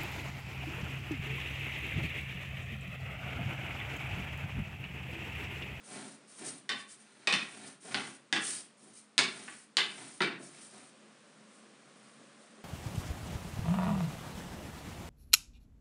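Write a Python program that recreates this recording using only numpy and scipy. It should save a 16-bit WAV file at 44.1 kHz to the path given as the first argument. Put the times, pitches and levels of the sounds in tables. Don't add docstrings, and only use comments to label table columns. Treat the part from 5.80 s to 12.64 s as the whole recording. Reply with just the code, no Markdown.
import sys
import numpy as np
from scipy import signal
from scipy.fft import rfft, irfft
from scipy.io import wavfile

SR = 44100
rng = np.random.default_rng(int(sys.argv[2]) if len(sys.argv) > 2 else 0)


def unload_wav(signal):
    wavfile.write(
        sys.argv[1],
        SR,
        np.round(np.clip(np.atleast_2d(signal).T, -1, 1) * 32767).astype(np.int16),
    )


N = 301644

# t/s, length/s, speed peak/fraction of length, rumble/dB, grit/dB, hiss/dB
PIN_STROKES = [(0.03, 0.33, 0.37, -42.5, -49.5, -54), (0.471, .16, 0.32, -72, -64, -58.5),
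               (0.57, .23, 0.24, -44, -51, -54.5), (0.866, 1, 0.67, -61, -58.5, -69),
               (1.49, 0.47, 0.78, -50.5, -54, -59), (2.002, 0.37, 0.39, -42.5, -45, -53),
               (2.56, .3, 0.44, -49.5, -58, -55.5), (2.969, 0.29, .25, -55.5, -70.5, -64),
               (3.44, 0.41, 0.31, -50.5, -53, -55), (4.024, 0.38, 0.48, -49.5, -51.5, -55),
               (4.583, 0.33, 0.6, -57.5, -57.5, -60), (4.888, 0.22, 0.27, -52.5, -58, -60.5)]
def stroke_gains():
    exponents = (1.37, 1.3, 0.3)
    gains = np.zeros((3, N))
    for start_s, length_s, peak, *levels_db in PIN_STROKES:
        for gain, db, exponent in zip(gains, levels_db, exponents):
            add(gain, start_s, amp(db) * hand_speed(length_s, peak) ** exponent)
    return gains


# f/Hz, density/dB
RUMBLE_DB = [(50, -48), (90, -38), (130, -2.5), (200, -1), (290, -1.5), (380, 0.5), (480, -13), (800, -12),
             (2000, -26.5), (5000, -28.5), (8000, -61)]
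# f/Hz, density/dB
GRIT_DB = [(300, -25.5), (600, -3.5), (900, -4.5), (1600, -1.5), (2300, -6), (3500, -5.5), (6000, -11.5),
           (11000, -33.5)]
def rolling(rumble_gain, grit_gain):
    turning = amp(1.5 * narrow_noise(30, width_hz=15))
    bumps = unit(colour(grains(1500, spread_db=1.9) * turning, RUMBLE_DB))
    rumble = kitchen(rumble_gain * bumps, wet_db=1, early_db=-22)
    crunch = unit(colour(grains(1500, spread_db=1.4) * turning, GRIT_DB))
    grit = kitchen(grit_gain * crunch, wet_db=3, early_db=-4.5)
    return amp(-6.5) * rumble + amp(-7.5) * grit


# t/s, level/dB, contact cut-off/Hz, thud/dB, crack/dB, ring/dB,
# low mode/Hz, high mode/Hz
PIN_HITS = [(0.892, -24.5, 4770, -17.5, -3.5, -1, 1122, 3040),
            (0.901, -29, 3600, -13.5, -21, 8, 1530, 3061), (1.473, -17, 5200, -15, -2, 5.5, 1800, 2490),
            (1.526, -19.5, 5360, -11.5, -1.5, 3, 1633, 3053), (1.538, -23, 4560, -24, -11, -19, 1480, 3900),
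            (2.1451, -24.5, 3480, -12.5, 2, -5, 825, 2180), (2.527, -20.5, 4600, -10, 2, -3, 1938, 3390),
            (2.563, -26, 3000, -15, -12, -12, 788, 1936), (3.380, -21, 8300, -8, 8.5, -1.5, 2100, 5040),
            (3.390, -19, 5200, -14.5, 5.5, -3.5, 1890, 2270), (3.68, -38.5, 1690, -10, -16, -6, 1737, 1920),
            (3.9699, -21, 8050, -13.5, 8, 8.5, 3270, 3530),
            (3.983, -21, 2400, -30.5, -20.5, -8.5, 1580, 1970),
            (4.405, -22, 2230, -5.5, -14, -6, 354, 1584), (4.419, -22.5, 3600, -13, -1.5, -6.5, 2320, 3930),
            (4.444, -31, 2010, -6.5, -16, 11, 330, 1800), (4.598, -55.5, 1500, 14.5, -18, 18, 344, 1120)]
def knocks():
    out = np.zeros(N)
    for start_s, *blow in PIN_HITS:
        add(out, start_s, knock(*blow))
    return out


# f/Hz, density/dB
CLATTER_DB = [(100, -18), (300, -8), (580, -33), (800, -2), (1000, -6), (1700, 4.5), (3500, 0), (5000, -1),
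              (7000, -4.5), (9300, 4.5), (11000, -32.5)]
# f/Hz, density/dB
THUD_DB = [(40, -22), (90, -46), (140, -3), (220, 2), (330, 2.5), (400, 2), (550, -5), (1200, -17),
           (5000, -63)]
# f/Hz, density/dB
CRACK_DB = [(200, -25), (1000, -14.5), (2500, -2.5), (4000, 3), (7000, -7.5), (9300, -5.5), (11000, -11.5)]
def knock(db, contact_hz, thud_db, crack_db, ring_db, low_hz, high_hz):
    t = np.arange(SR * 3 // 4) / SR
    contact = signal.butter(2, contact_hz, fs=SR)
    clatter = amp(1) * burst(t, 0.03, CLATTER_DB)
    ring = amp(ring_db) * pin_ring(t, low_hz, high_hz)
    wood = one_blow(signal.lfilter(*contact, ring + clatter))
    thud = amp(thud_db) * burst(t, 0.057, THUD_DB)
    body = kitchen(wood + thud, wet_db=3)
    touch = one_blow(colour(signal.unit_impulse(len(t)), CRACK_DB))
    chatter = amp(-4) * burst(t, 0.0056, CRACK_DB)
    crack = one_blow(signal.lfilter(*contact, touch + chatter))
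    crack = kitchen(crack, wet_db=-1.5, early_db=-32)
    return amp(db - 12) * (body + amp(crack_db - 2.5) * crack)


# f/Hz, level/dB, t60/s
PIN_MODES = [(400, -16.5, 0.11), (694.7, -13.5, 0.16), (817, -10, 0.085), (1060, -3.5, 0.068),
             (1140, -12, 0.35), (1485, -7.5, 0.21), (1620, -10.5, 0.14), (1800, -32, 0.091),
             (1890, -3, 0.13), (2010, -15, 0.11), (2320, -4, 0.12), (2527, 2.5, 0.048), (2714, -6, 0.22),
             (3013, 8, 0.027), (3000, 2, 0.027), (3530, -7, 0.11), (3588, 8.5, 0.052), (3940, -6, 0.086),
             (4430, 4, 0.021), (4260, -12.5, 0.12), (4643, -26.5, .06), (4873, -3.5, 0.12),
             (5200, 1.5, .05)]
def pin_ring(t, low_hz, high_hz):
    favoured_db, favoured_t60_s, spread_db = 6, 0.075, 2
    modes = [*PIN_MODES, (low_hz, favoured_db, favoured_t60_s), (high_hz, favoured_db, favoured_t60_s)]
    hz, db, t60_s = np.transpose(modes)[:, :, None]
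    weight, grip, phase = rng.standard_normal((3, len(modes), 1))
    waves = np.sin(2 * np.pi * (hz * (1 + 0.003 * grip) * t + phase))
    decays = amp(db + spread_db * weight - 60 * t / t60_s)
    return one_blow((decays * waves).sum(0))


# t/s, length/s, level/dB
PALM_SKIDS = [(0.1, .07, -52), (0.635, 0.079, -42), (0.959, 0.075, -54), (1.071, .085, -51.5),
              (1.182, 0.051, -59.5), (1.846, 0.051, -51), (2.594, 0.18, -38), (2.747, 0.066, -45),
              (3.127, 0.09, -55.5), (4.586, 0.12, -55), (4.78, 0.11, -55.5), (5.67, 0.18, -67),
              (6.058, 0.45, -70), (6.55, 0.14, -68)]
# f/Hz, density/dB
RUB_DB = [(400, -25), (1200, -16.5), (2500, -11.5), (4500, -8.5), (6000, -8.5), (7500, -7.5), (8900, 3.5),
          (9600, 1), (11000, -19)]
def rubbing(hiss_gain):
    skid_gain = np.zeros(N)
    for start_s, length_s, db in PALM_SKIDS:
        add(skid_gain, start_s, amp(db) * hand_speed(length_s, peak=0.54) ** 0.68)
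    slips = grains(9000, spread_db=2) * amp(0.7 * narrow_noise(40, width_hz=30))
    hiss = np.hypot(hiss_gain, skid_gain) * unit(colour(slips, RUB_DB))
    return amp(-4.5) * kitchen(hiss, wet_db=2, early_db=-1.5)


# t/s, level/dB
SOFT_THUDS = [(1.36, -58), (2.045, -45.5), (5.215, -54), (5.256, -59), (5.599, -55), (5.823, -54),
              (6.141, -62), (6.395, -51.5), (6.629, -58.5), (6.775, -50.5)]
def soft_thuds():
    attack_s, t60_s = 0.008, 0.1
    t = np.arange(SR // 2) / SR
    out = np.zeros(N)
    for start_s, db in SOFT_THUDS:
        thud = burst(t, t60_s, THUD_DB) * (1 - np.exp(-t / attack_s))
        add(out, start_s, amp(db - 7.5) * one_blow(thud))
    return kitchen(out, wet_db=-4)


# f/Hz, density/dB
AIR_DB = [(18, -89), (30, -36.5), (65, -53.5), (103, -39), (117, -31), (132, -5.5), (169, -11.5),
          (206, -1.5), (355, -10.5), (501, -9), (907, -16), (1080, -11.5), (7230, -24), (9250, -20),
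          (11000, -39), (14300, -65), (22000, -120)]
# f/Hz, width/Hz, level/dB
TONE_BANDS = [(215.8, 7.2, -11.5), (569, 67, -19.5)]
# t/s, level/dB
ROOM_TONE_DB = [(0, -55.5), (.85, -60), (1.45, -65.5), (2.5, -61), (3.9, -62), (5.1, -56.5), (6.84, -55)]
def room_tone():
    air = amp(-4) * unit(colour(rng.standard_normal(N), AIR_DB))
    tones = sum(amp(db) * narrow_noise(hz, width_hz) for hz, width_hz, db in TONE_BANDS)
    level_db = np.interp(np.arange(N) / SR, *np.transpose(ROOM_TONE_DB))
    return amp(level_db) * (air + tones)


# f/Hz, t60/s
ROOM_T60_S = [(150, 0.6), (400, 0.44), (1000, 0.39), (2800, 0.4), (5000, 0.31), (9000, 0.26)]
def kitchen(x, wet_db, early_db=-9, build_s=0.0018):
    t = np.arange(SR * 3 // 4) / SR
    scatter = grains(5000, spread_db=1.8)[:len(t)]
    hz, frame_s, bands = signal.stft(scatter, SR, nperseg=256)
    decay = amp(-60 * frame_s / at_hz(ROOM_T60_S, hz)[:, None])
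    tail = signal.istft(bands * decay, SR, nperseg=256)[1][:len(t)]
    tail *= 1 - np.exp(-t / build_s)
    echo = amp(wet_db) * tail / np.linalg.norm(tail)
    echo[rng.integers(40, 260, 4)] += amp(early_db)
    return x + signal.fftconvolve(x, echo)[:len(x)]


def hand_speed(length_s, peak):
    progress = np.arange(0, length_s, 1 / SR) / length_s
    return np.interp(progress, [0, peak, 1], [0, 1, 0])


def grains(per_s, spread_db):
    size = amp(spread_db * np.minimum(rng.exponential(1, N), 4))
    return unit(size * rng.standard_normal(N) * (rng.random(N) < per_s / SR))


def burst(t, t60_s, spectrum):
    return one_blow(colour(rng.standard_normal(len(t)) * amp(-60 * t / t60_s), spectrum))


def narrow_noise(hz, width_hz):
    offset_hz = np.fft.rfftfreq(N, 1 / SR) - hz
    band = rfft(rng.standard_normal(N)) / (1 + (2 * offset_hz / width_hz) ** 2)
    return unit(irfft(band, N))


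def colour(x, spectrum, size=4096):
    hz = abs(np.fft.fftfreq(size, 1 / SR))
    log_gain = np.log(amp(at_hz(spectrum, hz)))
    taps = np.fft.ifft(np.exp(np.conj(signal.hilbert(log_gain)))).real
    return signal.oaconvolve(x, taps[:size // 2])[:len(x)]


def at_hz(table, hz):
    table_hz, values = np.transpose(table)
    return np.interp(np.log(hz + 1), np.log(table_hz + 1), values)


def amp(db):
    return 10 ** (np.asarray(db) / 20)


def unit(x):
    return x / np.sqrt(np.mean(x ** 2) + 1e-20)


def one_blow(x):
    return x / np.linalg.norm(x) * np.sqrt(SR / 50)


def add(mix, start_s, sound):
    part = mix[round(start_s * SR):][:len(sound)]
    part += sound[:len(part)]


def scene():
    rumble_gain, grit_gain, hiss_gain = stroke_gains()
    mix = knocks() + rolling(rumble_gain, grit_gain) + rubbing(hiss_gain) + soft_thuds() + room_tone()
    return mix[None]


def record(dry, low_cut_hz=105, band_limit_hz=10550):
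    highpass = signal.butter(3, low_cut_hz, "high", fs=SR, output="sos")
    lowpass = signal.firwin(101, band_limit_hz, window=("kaiser", 7), fs=SR)
    return signal.oaconvolve(signal.sosfilt(highpass, dry), lowpass[None], "same")


dry = scene()
out = record(dry)
unload_wav(out)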